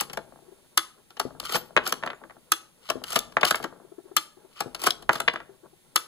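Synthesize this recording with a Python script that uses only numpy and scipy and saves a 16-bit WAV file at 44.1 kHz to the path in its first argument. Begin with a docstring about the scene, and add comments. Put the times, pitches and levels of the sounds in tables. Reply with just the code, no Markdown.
"""A bolt-action rifle is dry-fired on a plywood bench in a workshop. First the bolt shuts and the striker
snaps, its impact ringing the steel. Then, three times, the handle lifts, the bolt scrapes back to its stop, an
ejected round bounces on the plywood, the bolt slides home and locks, and the striker snaps again. Throughout, a
loose round rocks on the bench, the bench rumbles under the hands, and the room echoes and hisses. A small
camera hears it all through two ports, with gain control."""
import sys
import numpy as np
from scipy import signal
from scipy.fft import rfft, irfft, next_fast_len
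from scipy.io import wavfile
from scipy.ndimage import map_coordinates

SR = 44100
rng = np.random.default_rng(int(sys.argv[2]) if len(sys.argv) > 2 else 0)


def log_audio(samples):
    """Write samples as a 16-bit WAV file to the path given in sys.argv[1]."""
    # one column per channel
    frames = np.atleast_2d(samples).T
    # limit to full scale, then quantise
    limited = np.clip(frames, -1, 1)
    pcm = np.round(limited * 32767).astype(np.int16)
    wavfile.write(sys.argv[1], SR, pcm)


N = 267687

# striker snaps; soft taps of something rocking on the panel: (time [s], level [dB])
STRIKER = [(0.773, -4.5), (2.517, -6), (4.164, -4.5), (5.957, -5)]
ROCKING = [(0.419, -35), (0.48, -30), (0.518, -32.5), (3.844, -27), (3.916, -24.5), (3.981, -20.5),
           (4.051, -28), (4.112, -20), (4.368, -29.5), (4.446, -31), (5.491, -23.5), (5.55, -40),
           (5.63, -33), (5.729, -34.5)]
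# steel contacts of the bolt's cycle: (time [s], force on the action [dB])
LIFT = [(1.197, -0.5), (2.9, -1.5), (4.605, -3)]  # the handle cams up
FREE = [(1.399, -12.5), (3.038, -16), (4.747, -11.5)]  # the lugs come clear
REAR = [(1.554, 2.7), (3.159, 8.7), (4.868, 8.3)]  # the bolt meets its rear stop
HOME = [(1.923, -1), (3.508, 3.5), (5.201, -3.5)]  # the bolt face meets the barrel
DOWN = [(0.172, -14.5), (2.061, -17), (3.64, -10), (5.335, -18.5)]  # the handle is pushed down
# what each contact passes on, levels relative to the action:
# (contacts, bench [dB], bolt [dB], rise [s], t60 [s], clack [dB])
PASSES = [(LIFT, -8.5, -.5, .004, 0.02, -16.5), (FREE, -18, -3, 0.0024, 0.019, -26),
          (REAR, -6.5, -0.71, .009, 0.031, -18.5), (HOME, -14, -1.5, .002, 0.017, -20.5),
          (DOWN, -0.69, -4.5, .003, 0.019, -9.5)]
# modes of the bench and of its top panel: (frequency [Hz], bandwidth [Hz], level [dB])
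BENCH = [(146, 63, -4.5), (258, 40, 1.5), (332.7, 44, 5.5), (468, 173, 5)]
PANEL = [(651.7, 81, 0), (838, 120, -1.5), (1153, 150, -5), (1338, 69, -2.5), (1650, 230, -8)]
CLACK_S, SETTLE_S = .003004, .055  # delays: contact to square meeting, lift to the rifle dropping back


def striker(force):
    """Impact and rebound: the sear lets go, the striker hits its seat and bounces once."""
    for s, db in STRIKER:
        impact(force["bolt"], s - .002, db - 21, .03, .002, .5)  # sear
        impact(force["action"], s + .0022, db - 2.5, .022, .001, .6, blow=1.7)
        impact(force["action"], s + .0069, db - 6, .02, .001, .6, blow=9)  # rebound
        impact(force["bolt"], s + .0024, db + 4.5, .009, .0003, .6, blow=1.7)
        impact(force["bench"], s + .0033, db - 18.5, .03, .001, .3, blow=2.8)


def bolt_contacts(force):
    """Structure-borne sound: each steel contact shakes action and bolt and passes into the bench."""
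    # ticks of bolt, handle and cartridges: (time [s], force [dB], bolt relative to action [dB])
    ticks = [(0.008, -7.5, 6.5), (0.097, -18, -25), (0.131, -18.5, 3), (1.104, -30, -6),
             (1.168, -21.5, -19), (1.493, -12.5, -12), (1.522, -11, 3.5), (1.544, -2, -20), (1.563, -9, 4),
             (1.864, -6, -10), (1.874, -9, 7), (2.889, -13, -13), (3.104, -20, 6), (3.128, -15, 7),
             (3.321, -27, -11), (3.411, -9, -9), (3.45, -0.5, 1.5), (3.555, -8.5, 4), (3.627, -17, -3.5),
             (4.817, -18, 7.5), (4.838, -9, 5.5), (5.023, -25.5, -0.5), (5.13, -9.5, 2), (5.154, -7, -12.5)]
    contacts = [(s, db, *kind) for rows, *kind, _ in PASSES for s, db in rows]
    contacts += [(s, db, -10, bolt_db, .003, .02) for s, db, bolt_db in ticks]
    for s, db, bench_db, bolt_db, rise, t60 in contacts:
        s -= rise / 2  # the parts scrape before they meet squarely
        impact(force["action"], s, db, t60, rise, .6)
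        impact(force["bolt"], s, db + bolt_db, .78 * t60, rise, .6)
        impact(force["bench"], s, db + bench_db, .04, rise, .3)
        impact(force["panel"], s, db + bench_db + 3, .03, rise, .3)


def clacks(force):
    """Momentum transfer: parts meeting squarely drive a sharp blow into the plywood."""
    for rows, *_, clack_db in PASSES:
        for s, db in rows:
            impact(force["dent"], s + CLACK_S, db + clack_db, .012, .001, .5, blow=2.3)
            impact(force["panel"], s + CLACK_S, db + clack_db, .012, .001, .5, blow=7)


def bolt_slides(force):
    """Stick-slip friction: the bolt catches and slips in its raceway, loudest where it is fastest."""
    # (start [s], fastest [s], stop [s], scrape [dB], hiss relative to scrape [dB])
    slides = [(-.05, 0, .06, -28, -10), (1.41, 1.555, 1.61, -28, -6), (1.82, 1.89, 1.95, -34, -4),
              (2.8, 2.87, 2.92, -47, -9), (3.05, 3.155, 3.21, -30, -3), (3.43, 3.47, 3.54, -20, -6),
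              (3.53, 3.57, 3.66, -39, -5), (4.5, 4.6, 4.63, -43, -14), (4.78, 4.865, 4.93, -27, -4),
              (5.09, 5.15, 5.25, -35, -6)]
    t = np.arange(N) / SR
    grit = rng.standard_normal((2, N)) * amp(4 * wobble(400) + 2 * wobble(70) - 3)
    for start, fastest, stop, db, hiss_db in slides:
        touch = np.clip(np.minimum(t - start, stop - t) / .019, 0, 1)
        level_db = db + np.interp(t, [start, fastest, stop], [-18, 0, -24.5])
        force["action"][:N] += touch * amp(level_db) * grit[0]
        force["bolt"][:N] += touch * amp(level_db + hiss_db) * grit[1]


def ejector(force):
    """Elastic release: the ejector spring flicks a round out with one short snap."""
    # (time [s], force [dB], bolt relative to ejector [dB])
    flicks = [(3.189, -6.5, 5), (4.9052, -0.5, -12.5)]
    for s, db, bolt_db in flicks:
        impact(force["spring"], s, db, .011, .001, .5)
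        impact(force["bolt"], s, db + bolt_db, .009, .001, .5)


def falling_rounds(force):
    """Inelastic collision: at each landing a round touches the plywood three times, ever weaker."""
    # (time [s], force [dB], tapped spot relative to that force [dB])
    landings = [(1.7658, -3, -3.5), (1.7743, -4, -0.5), (2.027, -25.5, -10), (2.036, -16, -7.5),
                (2.075, -20, 0), (2.102, -22.5, -0.5), (2.132, -28.5, -19), (2.238, -35.5, -38),
                (2.298, -36.5, -31), (2.3075, -37, -32), (3.3691, -6.5, -12), (3.4317, -3.5, -1),
                (3.5453, -13, 1.5), (5.0934, -1, -16.5), (5.2788, -15.5, 14.5), (5.2831, -10.5, 6.5),
                (5.359, -18.5, -2), (5.403, -27.5, -16)]
    gap_s, loss_db = .0019, 5
    for s, db, spot_db in landings:
        for k in range(3):
            at = s + k * gap_s * rng.normal(1, .11)
            touch_db = db - k * loss_db
            impact(force["dent"], at, touch_db - 3.5, .007, .001, .5, blow=9.3)
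            impact(force["tap"], at, touch_db + spot_db, .016, .001, .6, blow=2.9)
        impact(force["panel"], s, db - 3, .03, .002, .7, blow=6.4)
        impact(force["bench"], s, db - 7.5, .04, .002, .5, blow=6)
        impact(force["bolt"], s, db + spot_db - 26.5, .004, .0002, .5)


def bench_knocks(force):
    """Cushioned impact: the feet push and scuff the bench as the rifle settles and shifts, and a loose round
    rocks on the panel in soft taps."""
    # the rifle shifts: (time [s], push [dB])
    knocks = [(0.319, -33.5), (0.355, -37), (0.385, -40), (1.303, -31), (1.346, -33.5), (1.427, -30),
              (1.703, -34.5), (2.212, -31.5), (2.363, -37), (3.014, -27), (3.597, -18.5), (3.722, -28),
              (3.757, -38), (3.796, -35.5)]
    for s, db in LIFT:
        impact(force["push"], s + SETTLE_S, db - 20, .09, .003, .3, blow=26)
        impact(force["scuff"], s + SETTLE_S, db - 21, .09, .006, .3)
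    for s, db in knocks:
        impact(force["push"], s + .003, db, .07, .003, .3, blow=4.5)
        impact(force["scuff"], s + .003, db + 10, .014, .001, .3, blow=7)
    for s, db in ROCKING:
        impact(force["scuff"], s, db - 5, .04, .002, .3)


def ring_tones():
    """Free vibration: single modes of struck parts die away as damped sinusoids."""
    # cartridges and small steel parts: (time [s], frequency [Hz], level [dB], t60 [s])
    pings = [(1.521, 12020, -37, .12), (1.554, 12020, -28, .2), (1.872, 12000, -24, 0.064),
             (2.145, 7000, -46, .05), (3.41, 3480, -19, .035), (3.555, 11400, -42, .25),
             (3.556, 5000, -24, .035), (4.748, 4500, -25, .03), (5.298, 3500, -30, .03)]
    # stock and firing pin: (frequency [Hz], level relative to the snap [dB], t60 [s])
    pin_modes = [(323, -28, .11), (565, -27, .06), (1225, -5, .032), (1690, -11, .025), (3430, -14, .08),
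                 (4080, -14, .035), (10150, -14, .02)]
    panel_hz, receiver_hz, hollow_bench_hz = 370, 1200, 249.9
    rows = [(s, panel_hz * rng.normal(1, .02), db, .05, .0035) for s, db in ROCKING]
    rows += [(*ping, .002) for ping in pings]
    rows += [(s + .002, hz, db + mode_db, t60, .0005)
             for s, db in STRIKER for hz, mode_db, t60 in pin_modes]
    rows += [(s + CLACK_S, receiver_hz * rng.normal(1, .037), db - 23.5, .023, .0005) for s, db in REAR]
    rows += [(s + SETTLE_S, hollow_bench_hz, db - 24, .13, .001) for s, db in LIFT]
    out, t = np.zeros(N + SR), np.arange(SR // 3) / SR
    for s, hz, db, t60, rise in rows:
        envelope = amp(db - 60 * t / t60) * (1 - np.exp(-t / rise)) ** 2
        out[round(s * SR):][:len(t)] += envelope * np.sin(2 * np.pi * hz * t)
    return out[:N] * amp(3 * wobble(150))  # loose parts make every ring waver


def rifle():
    """Modal response: each body rings under its forces; wood sheds treble, rubber feet most of all."""
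    # modes: (frequency [Hz], bandwidth [Hz], level [dB])
    action_modes = [(1220, 300, -1.5), (1525, 130, -4.5), (2090, 850, -10), (3040, 310, 0.5),
                    (3470, 360, -4), (4240, 580, -3.5), (5150, 1100, -8)]
    bolt_modes = [(5480, 1100, 0), (6750, 540, 0.5), (7920, 840, 1.5), (10000, 600, 1), (11200, 1100, 1),
                  (15000, 1700, -12.5)]
    spring_modes = [(3460, 410, 1), (4510, 700, -6.5), (5600, 1100, -7.5)]
    tap_modes = [(2250, 1800, -3.5), (3200, 1560, -0.5), (4570, 1400, -9.5)]  # the spot a round taps
    dent_modes = [(1450, 830, 0)]  # the plywood right under a hard blow
    modes = dict(action=action_modes, bolt=bolt_modes, spring=spring_modes, tap=tap_modes,
                 dent=dent_modes, bench=BENCH, panel=PANEL, push=BENCH, scuff=PANEL)
    force = {part: np.zeros(N + SR) for part in modes}
    for source in (striker, bolt_contacts, clacks, ejector, falling_rounds, bench_knocks, bolt_slides):
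        source(force)
    ring = {part: ringing(force[part][:N], modes[part]) for part in modes}
    steel = ring["action"] + ring["bolt"] + ring["spring"]
    wood = soft(ring["bench"], 870) + soft(ring["panel"] + ring["tap"], 5170) + soft(ring["dent"], 2660)
    feet = soft(ring["push"], 302) + soft(ring["scuff"], 447)
    return steel + wood + feet + ring_tones()


def hand_load():
    """Loading and relaxation, in dB: hands lean on the bench while the bolt is open, then ease off."""
    load_db, rest_db, lean_s, relax_db_per_s = -57, -84., .04, 52.5
    t, level_db = np.arange(N) / SR, np.full(N, rest_db)
    for (lift, _), (down, _) in zip([(-lean_s, 0)] + LIFT, DOWN):
        building = (rest_db - load_db) * np.clip(1 - (t - lift) / lean_s, 0, 1)
        relaxing = relax_db_per_s * np.maximum(t - down, 0)
        level_db = np.maximum(level_db, load_db + building - relaxing)
    return level_db


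def handling():
    """Forced vibration: the loaded bench rumbles and small things roll on it; gives (shared, per port)."""
    # (frequency [Hz], spectral density [dB])
    spectrum = [(20, -9), (45, -0.5), (90, -12.5), (150, 1.5), (250, -12), (500, -14), (1000, -67.5)]
    load_db = hand_load()
    rumble = coloured_noise(spectrum)
    bumps = unit(rng.standard_normal(N) * amp(5.5 * wobble(35)))
    rattle = soft(ringing(bumps, BENCH) + amp(-3) * ringing(bumps, PANEL), 1200)
    rumble *= amp(load_db + 2.8 * wobble(12))
    return rumble[0] + amp(.48 * load_db - 22) * rattle, amp(-7) * rumble[1:]


def workshop_echoes(x):
    """Reflection: a dull near wall, bench clutter and diffuse tails answer; gives (shared, per port)."""
    # reverberation time: (frequency [Hz], t60 [s])
    decay = [(200, 0.71), (1200, 0.32), (10000, 0.3), (16000, 0.14)]
    tails, step = np.zeros((3, N + SR)), SR // 3
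    for start in range(0, N, step):  # a fresh tail every third of a second avoids steady ringing tones
        hz, t, noise = signal.stft(rng.standard_normal((3, SR * 2 // 5)), SR, nperseg=256)
        tail = signal.istft(noise * amp(-60 * t / along(decay, hz)[:, None]), SR, nperseg=256)[1]
        answer = signal.fftconvolve(x[None, start:start + step], tail / np.linalg.norm(tail[0]), axes=1)
        tails[:, start + 250:start + 250 + answer.shape[1]] += answer
    delayed = np.pad(x, (round(.0148 * SR), 0))[:N]
    wall = filtered(delayed, lambda hz: 1 / (1 + 1j * hz / 4000))
    near = rng.standard_normal((2, SR // 40)) * amp(-60 * np.arange(SR // 40) / SR / .022)
    clutter = signal.fftconvolve(x[None], near / np.linalg.norm(near[0]), axes=1)[:, :N]
    shifting = amp(-7) * clutter * [wobble(120), wobble(120)]  # hands and parts move the reflections
    return amp(-12.5) * wall + amp(-16.5) * tails[0, :N], amp(-23) * tails[1:, :N] + shifting


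def room_hiss():
    """Partial coherence: steady room noise is only partly alike at the two ports."""
    # (frequency [Hz], spectral density [dB])
    spectrum = [(25, -4.5), (90, -6), (165, 3), (370, -7.5), (700, -9.5), (1250, -17.5), (2100, -14),
                (3500, -13), (6200, -18.5), (10000, -18), (15200, -20.5)]
    air = coloured_noise(spectrum)
    return ports(amp(-63) * air[0], amp(-65) * air[1:], column=2)


def ports(shared, apart, column):
    """Stereo widening: the right channel has a delayed, phase-turned, coloured copy of the shared sound."""
    # right relative to left: (frequency [Hz], rifle [dB], room hiss [dB])
    right_gain = [(60, -4, -1.5), (394.3, -14, -11), (704, -8.5, -7.5), (1310, 0, -4.5), (1770, 0, -0.5),
                  (4800, -6.5, -2), (7450, -2, 2.5), (9540, 1, 9.5), (12600, -4.5, 0.5), (15500, -1, -2.5)]
    # (frequency [Hz], phase turn [rad])
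    right_phase = [(150, 1.3), (400, 2.23), (750, 0.82), (1300, 3.01)]
    lag_s = 16 / SR
    colour = lambda hz: amp(along(right_gain, hz, column))
    turn = lambda hz: np.exp(1j * (along(right_phase, hz) - 2 * np.pi * hz * lag_s))
    right = filtered(shared, lambda hz: colour(hz) * turn(hz)) + filtered(apart[1], colour)
    return np.array([shared + apart[0], right])


def impact(track, s, db, t60, rise, spiky, blow=0):
    """Rough contact: adds an impulse of size blow and a burst of tiny hits that swells and decays."""
    t = np.arange(SR // 8) / SR
    hits = rng.standard_normal(len(t)) * np.exp(spiky * rng.standard_normal(len(t)) - spiky ** 2)
    shape = (1 - np.exp(-t / rise)) ** 2 * amp(-60 * t / t60)
    burst = shape * hits * np.linalg.norm(shape) / np.linalg.norm(shape * hits)
    track[round(s * SR):][:len(t)] += amp(db) * (burst + blow * (t == 0))


def ringing(x, modes):
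    """Resonance: x drives modes of alternating sign; white noise keeps its rms."""
    def response(hz):
        total = sum((-1) ** k * amp(db) * 1j * hz * width / (centre ** 2 - hz ** 2 + 1j * hz * width)
                    for k, (centre, width, db) in enumerate(modes))
        return total / np.sqrt(np.mean(abs(total) ** 2))
    return filtered(x, response)


def soft(x, corner_hz):
    """Contact compliance: a two-pole low-pass."""
    return filtered(x, lambda hz: 1 / (1 + 1j * hz / corner_hz) ** 2)


def coloured_noise(spectrum):
    """Three independent noises of one spectrum, at rms 1."""
    return unit(filtered(rng.standard_normal((3, N)), lambda hz: amp(along(spectrum, hz))))


def filtered(x, response):
    """x times a complex response of frequency."""
    size = next_fast_len(N + SR // 2)
    return irfft(rfft(x, size) * response(np.fft.rfftfreq(size, 1 / SR)), size)[..., :N]


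def along(points, hz, column=1):
    """One column of a table, interpolated over log frequency."""
    table = np.transpose(points)
    return np.interp(np.log(hz + 1), np.log(table[0] + 1), table[column])


def wobble(rate):
    """A smooth random curve, rate knots a second."""
    return map_coordinates(rng.standard_normal(int(N * rate / SR) + 4), [np.arange(N) * rate / SR])


def amp(db):
    return 10 ** (np.asarray(db) / 20)


def unit(x):
    return x / np.sqrt(np.mean(x ** 2) + 1e-20)


def scene():
    """Superposition: rifle, echoes, handling and hiss add at the two ports."""
    gun = rifle()
    echoes, echoes_apart = workshop_echoes(gun)
    hiss = room_hiss()
    hands, hands_apart = handling()
    return ports(gun + echoes + hands, echoes_apart + hands_apart, column=1) + hiss


def record(dry):
    """Compression: gain ducks after loud sounds and recovers slowly; peaks clip; the band is limited."""
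    memory_s, knee_db, top_hz = .2, -33.5, 15900
    pole = np.exp(-1 / (memory_s * SR))
    power = signal.lfilter([1 - pole], [1, -pole], np.mean(dry ** 2, 0))
    ducked = dry * (1 + power / amp(knee_db) ** 2) ** -.12
    clipped = np.clip(ducked, -.96, .96)
    return filtered(clipped, lambda hz: np.clip((top_hz + 750 - hz) / 1400, 0, 1) ** 2)


dry = scene()
out = record(dry)
log_audio(out)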